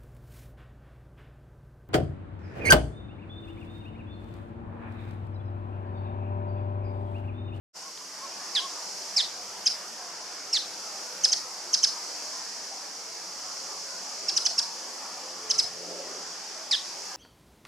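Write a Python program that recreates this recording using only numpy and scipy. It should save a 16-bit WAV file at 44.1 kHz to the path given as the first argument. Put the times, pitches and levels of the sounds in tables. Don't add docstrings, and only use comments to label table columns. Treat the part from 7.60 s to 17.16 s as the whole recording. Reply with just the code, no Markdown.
import sys
import numpy as np
from scipy import signal
from scipy.fft import rfft, irfft, next_fast_len
from scipy.io import wavfile
from scipy.ndimage import uniform_filter1d

SR = 44100
rng = np.random.default_rng(int(sys.argv[2]) if len(sys.argv) > 2 else 0)


def wav_record(signal):
    frames = np.transpose(np.atleast_2d(signal))
    bounded = np.clip(frames, -1, 1)
    quanta = np.round(bounded * 32767).astype(np.int16)
    wavfile.write(sys.argv[1], SR, quanta)


N = 421596


def undb(db):
    return 10 ** (np.asarray(db) / 20)


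def curve(rows):
    return np.interp(np.arange(N) / SR, *np.transpose(rows))


def on_log(rows, hz):
    f, value = np.transpose(rows)
    return np.interp(np.log(hz), np.log(f), value)


def walk(rate):
    hold = int(SR / rate)
    steps = np.repeat(rng.standard_normal(N // hold + 1), hold)
    smooth = uniform_filter1d(uniform_filter1d(steps, hold), hold)
    return 1.316 * smooth[:N]


def add(track, s, sound):
    i = int(s * SR)
    track[i:i + len(sound)] += sound


# (f/Hz, side minus mid level/dB)
NOISE_WIDTH = [(40, 1), (125, -4), (250, -10), (500, -10.5), (1000, -13), (2000, -7), (4400, -2.5),
               (6500, -6.5), (9000, -2), (15000, -3)]
# (f/Hz, left minus right level/dB)
NOISE_LEAN = [(60, -3), (110, -1.5), (200, 0.5), (380, 0), (700, 0.0), (1290, -1.5), (2380, -0.5),
              (4400, 1), (8120, -2.5), (15000, -0.5)]


def noise(colour, swell_db, flicker_db, rate, count=2, steady_hz=np.inf):
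    size = next_fast_len(N)
    hz = np.arange(1, size // 2 + 2) * SR / size
    low, high = colour[0][0], colour[-1][0]
    shape = undb(on_log(colour, hz)) * (hz > low) * (hz < high)
    mid, side = rfft(rng.standard_normal((2, size))) * shape
    side = side * undb(on_log(NOISE_WIDTH, hz))
    lean = undb(on_log(NOISE_LEAN, hz) / 2)
    pair = np.array([(mid + side) * lean, (mid - side) / lean])
    out = 0
    shared_swell = swell_db * walk(2.497)
    for step in np.arange(0, count * np.log2(high / low) + 1):
        share = np.clip(1 - abs(count * np.log2(hz / low) - step), 0, 1)
        band = irfft(pair * share, size)[:, :N]
        centre_hz = low * 2 ** (step / count)
        depth_db = flicker_db * min(1, steady_hz / centre_hz)
        out = out + band * undb(shared_swell + depth_db * walk(rate))
    return out / np.sqrt(np.mean(out.mean(axis=0) ** 2))


# (t/s, level/dB)
TOWN_LEVEL = [(0.45, -48), (0.7, -45.5), (2.1, -46), (4.53, -46), (5.6, -46.5), (6.84, -45.5),
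              (7.95, -44.5), (8.24, -45.5), (9.56, -45.5)]
# (f/Hz, level/dB)
TOWN_TONE = [(76, -47), (130, -27.5), (185, -8), (249, -11.5), (291, -9), (330, -5.5), (450, -6), (565, -4),
             (718, 0), (1190, -2.5), (2010, -8), (3800, -11.5), (4940, -102), (8360, -120)]
TOWN_FLICKER_DB, TOWN_FLICKER_RATE = 3.2, 16
STEADY_ABOVE_HZ = 1240


def town():
    hum = noise(TOWN_TONE, 0.68, TOWN_FLICKER_DB, TOWN_FLICKER_RATE, count=8, steady_hz=STEADY_ABOVE_HZ)
    return hum * undb(curve(TOWN_LEVEL))


# (t/s, level/dB)
HISS_LEVEL = [(0.45, -55), (1.4, -53.5), (3.52, -55), (5.91, -55.5), (6.87, -54.5), (7.78, -56.5),
              (8.77, -56.5), (9.56, -56)]
# (f/Hz, level/dB)
HISS_TONE = [(4410, -30), (7500, -3.5), (9850, -8.5), (11800, -10.5), (14400, -22), (15500, -35)]


def hiss():
    return noise(HISS_TONE, 1.0, 0.22, rate=20) * undb(curve(HISS_LEVEL))


# (t/s, level/dB)
CICADA_LEVEL = [(0.45, -45), (0.93, -39.5), (2.38, -41.5), (4.84, -39), (5.32, -40.5), (5.73, -40.5),
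                (5.96, -38.5), (7.02, -40), (7.43, -41), (8.11, -42), (9.13, -41.5), (9.28, -39.5),
                (9.56, -40.5)]
# (f/Hz, level/dB per Hz)
CICADA_TONE = [(2120, -16), (3600, -43), (3970, -14), (4700, -2), (5580, 0), (6800, -6), (8500, -19.5),
               (11000, -29.5), (18700, -120)]
CICADA_PULSE_HZ, CICADA_PULSE = 390, 0.18


def cicadas():
    click_hz = CICADA_PULSE_HZ * (1 + 0.018 * walk(6))
    throb = 1 + CICADA_PULSE * np.sin(2 * np.pi * np.cumsum(click_hz) / SR)
    return noise(CICADA_TONE, 0.72, 0.18, rate=8.1) * throb * undb(curve(CICADA_LEVEL))


# (f/Hz, level/dB)
RUMBLE_TONE = [(220, -25), (300, -4), (450, 0.5), (600, -2), (750, -8), (900, -22)]
RUMBLE_S, RUMBLE_RISE_S, RUMBLE_HOLD_S, RUMBLE_FALL_S, RUMBLE_DB = 8.15, 0.11, 0.32, 0.073, -45.5


def rumble():
    s = RUMBLE_S + np.cumsum([0, RUMBLE_RISE_S, RUMBLE_HOLD_S, RUMBLE_FALL_S])
    shape = curve(list(zip(s, [0, 1, 1, 0])))
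    return noise(RUMBLE_TONE, 0, 5.7, rate=18, count=6) * undb(RUMBLE_DB) * shape


# (t/s, peak level/dB, width/s)
WIND_GUSTS = [(1.74, -77, 1.5), (3.11, -75.5, .4), (3.82, -67, 0.31), (4.96, -72, .35), (5.8, -70, 0.76),
              (7.5, -73, .35), (8.06, -67, 0.41), (8.72, -70.5, 0.28), (9.33, -68.5, 0.37),
              (9.56, -68, 0.24)]
CALM_DB, GUST_SLOPE_DB = -79.5, 13.5


def gusts():
    t = np.arange(N) / SR
    peaks = [db - GUST_SLOPE_DB * abs(t - s) / width for s, db, width in WIND_GUSTS]
    return np.max([CALM_DB + 0 * t] + peaks, axis=0)


# (f/Hz, level/dB)
WIND_TONE = [(15, -50), (25, -20), (48, -23), (81, -6), (119, -4.5), (150, 1), (200, -28), (330, -120)]


def wind():
    return noise(WIND_TONE, 2.2, 3.2, rate=7.1) * undb(gusts())


# (t/s, average firing rate f/Hz, fifth partial level/dB, fundamental level/dB), levels before the waver
ENGINE_DRONE = [(.3, 89.5, -68, -90), (1.2, 100, -64, -82), (2.1, 100, -66, -83), (2.5, 99.6, -66, -90),
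                (3.7, 101, -66, -86), (4.3, 97.5, -64, -86), (5, 95, -66, -90), (5.7, 90.3, -66, -90),
                (6.95, 90.3, -65, -90), (7.3, 87.5, -64, -90), (8.1, 87, -61, -90), (8.27, 87, -54, -84),
                (8.57, 86.8, -55, -84), (8.7, 86.7, -67, -90), (9.56, 86, -66, -90)]
# (multiple of the firing rate, level/dB against the fifth)
ENGINE_STACK = [(2, -10), (3, -5), (4, -6), (5, 0), (6, 2), (7, -4)]


def engine(waver_db=3.5):
    s, hz, db, low_db = np.transpose(ENGINE_DRONE)
    firing_hz = curve(list(zip(s, hz))) * (1 + .006 * walk(6))
    phase = 2 * np.pi * np.cumsum(firing_hz) / SR
    stack = sum(undb(rel_db + waver_db * walk(5)) * np.sin(round(k) * phase) for k, rel_db in ENGINE_STACK)
    upper = stack * undb(curve(list(zip(s, db))))
    fundamental = np.sin(phase) * undb(curve(list(zip(s, low_db))) + waver_db * walk(5))
    return np.sqrt(2) * (upper + fundamental)


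# (t/s, level/dB before the ring dies away)
DRY_TICKS = [(0.376, -25)]


def ticks():
    out = np.zeros(N)
    t = np.arange(0, .004, 1 / SR)
    for s, db in DRY_TICKS:
        click = np.sin(2 * np.pi * 3500 * t) * np.exp(-t / 0.00024)
        add(out, s, undb(db) * (click - click.mean()))
    return out


# (start t/s, length/s, peak rms level/dB before the waver)
HOOT_NOTES = [(0.21, 0.1, -49), (0.6, 0.073, -39), (0.989, 0.097, -38.5)]
HOOT_FROM_HZ, HOOT_TOP_HZ, HOOT_TO_HZ, HOOT_RISEN, HOOT_SAGS = 970, 1100, 1000, 0.5, 0.7
HOOT_PEAK, HOOT_FROM_DB, HOOT_TO_DB = .75, -8, -12
HOOT_WAVER_DB = 2


def hoots():
    out = np.zeros(N)
    for s, length, peak_db in HOOT_NOTES:
        u = np.linspace(0, 1, int(length * SR))
        hz = np.interp(u, [0, HOOT_RISEN, HOOT_SAGS, 1], [HOOT_FROM_HZ, HOOT_TOP_HZ, HOOT_TOP_HZ, HOOT_TO_HZ])
        db = peak_db + np.interp(u, [0, HOOT_PEAK, 1], [HOOT_FROM_DB, 0, HOOT_TO_DB])
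        tone = np.sqrt(2) * np.sin(2 * np.pi * np.cumsum(hz) / SR)
        add(out, s, tone * undb(db) * signal.windows.tukey(len(u), .3))
    return out * undb(HOOT_WAVER_DB * walk(59.4))


# (delay t/s, level/dB before scatter and colour)
NEAR_ECHO = [(.002, -37), (.012, -38), (.024, -41)]
# (delay t/s, level/dB before scatter and colour)
LATER_ECHO = [(.034, -35.5), (.046, -36.5), (.062, -43.5), (.08, -44), (.1, -53.5), (.2, -62), (.45, -88)]
# (f/Hz, level/dB)
ECHO_TONE = [(1500, -8), (2400, -3), (3050, -3), (3450, -8), (4250, 1), (5000, -1.5), (6000, -2.5),
             (7200, -3), (8500, 3), (10500, 4), (12000, -2), (15000, -12)]
ECHO_SCATTER_DB = 3
ECHO_SHARED = 0.59
WALL_S, WALL_DB = .034, -26


def surroundings(x):
    s, db = np.transpose(NEAR_ECHO + LATER_ECHO)
    t = np.arange(0, s[-1], 1 / SR)
    unevenness = undb(ECHO_SCATTER_DB * rng.standard_normal(len(t)))
    taps = rng.standard_normal((3, len(t))) * unevenness
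    taps = np.sqrt(ECHO_SHARED) * taps[0] + np.sqrt(1 - ECHO_SHARED) * taps[1:]
    taps = taps * undb(np.interp(t, s, db) - ECHO_SCATTER_DB)
    taps[:, int(WALL_S * SR)] += undb(WALL_DB)
    hz = np.arange(1, len(t) // 2 + 2) * SR / len(t)
    taps = irfft(rfft(taps * (t > s[0])) * undb(on_log(ECHO_TONE, hz)), len(t))
    return signal.fftconvolve(x[None], taps)[:, :N]


BODY_S, BODY_DB = .004, -11.5


def body(x):
    t = np.arange(0, 4 * BODY_S, 1 / SR)
    taps = rng.standard_normal(len(t)) * np.exp(-t / BODY_S)
    side = np.convolve(x, taps)[:N]
    match = np.sqrt(np.sum(x ** 2) / np.sum(side ** 2))
    return side * undb(BODY_DB) * match * np.array([[1], [-1]])


ATTACK_DB = -15


def swell(t, attack):
    return ATTACK_DB * np.clip(1 - (t - t[0]) / attack, 0, 1) ** 2


# (start t/s, opening pitch f/Hz, held/s, slide to the knee/s, second partial peak level/dB)
SHORT_CALLS = [(2.059, 3100, .005, .0085, -12.5), (3.637, 3110, .0055, .009, -10.5),
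               (3.719, 3090, .0075, .005, -12.5), (4.132, 3120, .006, .0055, -11.5),
               (4.231, 3060, .006, .0065, -10.5), (6.684, 2740, .007, .0025, -16.5),
               (6.764, 2960, .0065, .0055, -12.5), (6.853, 3050, .007, .0045, -12.5),
               (6.98, 2750, .0075, .0045, -14), (7.899, 3010, .007, .0065, -13.5),
               (7.983, 3050, .004, .01, -12.5)]
# (pitch f/Hz, level/dB against the peak)
SHORT_RESONANCE = [(1280, -44), (1450, -35), (1600, -24), (1770, -17), (2430, -1.5), (2600, 0),
                   (2750, -2.5), (2900, -6), (3080, -7.5)]
SHORT_ATTACK_S, SHORT_FLUTTER = .002, .2
STEP_S, STEP_TO_HZ = .002, 2730
KNEE_HZ, PLUNGE_S, PLUNGE_TO_HZ, TRAIL_S, TRAIL_TO_HZ = 2484, 0.00529, 1761, 0.012, 1286


def short_note(start, top_hz, held, slide, peak_db):
    s = start + np.cumsum([0, held, STEP_S, slide - STEP_S, PLUNGE_S, TRAIL_S])
    t = np.arange(start, s[-1], 1 / SR)
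    hz = np.interp(t, s, [top_hz, top_hz, STEP_TO_HZ, KNEE_HZ, PLUNGE_TO_HZ, TRAIL_TO_HZ])
    db = peak_db + on_log(SHORT_RESONANCE, hz) + swell(t, SHORT_ATTACK_S)
    return t, hz, db, SHORT_FLUTTER


# (start t/s, attack/s, opening pitch f/Hz, held/s, slide/s, pitch f/Hz at the slide's end,
# slide time constant/s, level/dB at start, level/dB at the slide's end, flutter share)
LONG_CALLS = [(.95, .003, 2560, .0005, .045, 1640, .0095, -17.5, -21, .6),
              (1.562, .008, 2740, .006, .042, 1770, .034, -15, -20, 1.15),
              (2.927, .005, 2800, .005, .042, 1740, .085, -17.5, -20, 1),
              (9.11, .004, 2800, .0005, .042, 1670, .013, -16, -19.5, .9)]
# (pitch f/Hz, level/dB)
LONG_RESONANCE = [(1630, -4), (1800, 0), (1900, -1.5), (2050, -4.5), (2250, -3), (2550, 0), (2850, -2)]
DROOP_S, DROOP_HZ, DROOP_DB = .007, 220, -16
FLUTTER_FROM_S = 0.0144


def long_note(start, attack, top_hz, held, slide, end_hz, tau, from_db, to_db, flutter):
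    t = np.arange(start, start + held + slide + DROOP_S, 1 / SR)
    slid = np.clip(t - start - held, 0, slide)
    hz = top_hz + (end_hz - top_hz) * np.expm1(-slid / tau) / np.expm1(-slide / tau)
    droop = np.clip((t - start - held - slide) / DROOP_S, 0, 1)
    db = from_db + (to_db - from_db) * slid / slide + on_log(LONG_RESONANCE, hz) + DROOP_DB * droop
    grown = flutter * np.clip((t - start - FLUTTER_FROM_S) / 0.0041, 0, 1)
    return t, hz - DROOP_HZ * droop, db + swell(t, attack), grown


# (pitch f/Hz, first level/dB, third level/dB, fourth level/dB)
SHORT_STACK = [(1300, 6, 4, -10), (1500, -4, 9, -10), (1900, -16, 5, -14), (2300, -28, -10, -24),
               (2600, -26, -22, -32), (2850, -22, -29, -42), (3050, -15, -33, -50)]
LONG_STACK = [(1500, -18, -11, -26), (1900, -19, -11, -24), (2300, -19, -13, -23), (2600, -23, -19, -33),
              (2850, -19, -30, -44)]
# (partial, changes per s)
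PARTIAL_WAVER = [(1, 300), (3, 350), (4, 350)]
PARTIAL_WAVER_DB = 3.5
LEAD_FROM_HZ, LEAD_TO_HZ, LEAD_S, LEAD_DB = 7800, 4900, .006, -17.5
FLUTTER_HZ = 235.3
FLUTTER_PITCH, FLUTTER_DEPTH, PITCH_JITTER, HOARSE = .045, .38, .016, .17
EARLY_WOBBLE = .5
AIR_DB, AIR_LOW_HZ, AIR_HIGH_HZ = -24, 1500, 11000
AIR_RELEASE_S = .011


def shrike():
    out, effort = np.zeros((2, N))
    waver = {k: PARTIAL_WAVER_DB * walk(rate) for k, rate in PARTIAL_WAVER}
    jitter, rasp, pace = walk(600), walk(2500), walk(150)
    air_band = signal.butter(6, (AIR_LOW_HZ, AIR_HIGH_HZ), "band", fs=SR, output="sos")
    air = signal.sosfilt(air_band, rng.standard_normal(N))
    notes = [(False, short_note(*row)) for row in SHORT_CALLS]
    notes += [(True, long_note(*row)) for row in LONG_CALLS]
    for is_long, (t, hz, db, grown) in notes:
        at = (t * SR).astype(int)
        glide = uniform_filter1d(hz, size=40, mode="nearest")
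        beat = 2 * np.pi * np.cumsum(FLUTTER_HZ * (1 + 0.14 * pace[at])) / SR
        wobble = FLUTTER_PITCH * np.maximum(grown, EARLY_WOBBLE * is_long) * np.sin(beat)
        phase = 2 * np.pi * np.cumsum(glide * (1 + wobble + PITCH_JITTER * jitter[at])) / SR
        pitch, *partials = np.transpose(LONG_STACK if is_long else SHORT_STACK)
        tone = np.sin(2 * phase)
        for k, rel_db in zip((1, 3, 4), partials):
            tone += undb(np.interp(glide, pitch, rel_db) + waver[k][at]) * np.sin(k * phase)
        edges = np.clip(np.minimum(t - t[0], t[-1] - t) / 0.00012, 0, 1)
        puffs = 1 + FLUTTER_DEPTH * grown * np.sin(beat + 2.0) + HOARSE * rasp[at]
        strength = edges * undb(db)
        add(out, t[0], tone * puffs * strength)
        add(effort, t[0], strength)
        if not is_long:
            lead_hz = np.linspace(LEAD_FROM_HZ, LEAD_TO_HZ, int(LEAD_S * SR))
            lead = np.sin(2 * np.pi * np.cumsum(lead_hz) / SR) * np.hanning(len(lead_hz))
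            add(out, t[0] - 0.74 * LEAD_S, lead * undb(db.max() + LEAD_DB))
    keep = np.exp(-1 / (AIR_RELEASE_S * SR))
    lingering = signal.lfilter([1 - keep], [1, -keep], effort)
    return out + undb(AIR_DB) * air * np.maximum(effort, lingering)


BIRD_PAN_DB = -.4


def scene():
    background = town() + hiss() + cicadas() + rumble() + wind() + engine()
    bird = shrike()
    direct = bird * undb(np.array([[BIRD_PAN_DB], [-BIRD_PAN_DB]]) / 2)
    return background + ticks() + hoots() + surroundings(bird) + body(bird) + direct


START_S, FADE_S, TOP_HZ = 0.13, 0.035, 15600


def record(dry):
    fade = np.clip((np.arange(N) / SR - START_S) / FADE_S, 0, 1) ** 2
    return signal.sosfilt(signal.ellip(10, .2, 60, TOP_HZ, fs=SR, output="sos"), dry * fade)


dry = scene()
out = record(dry)
wav_record(out)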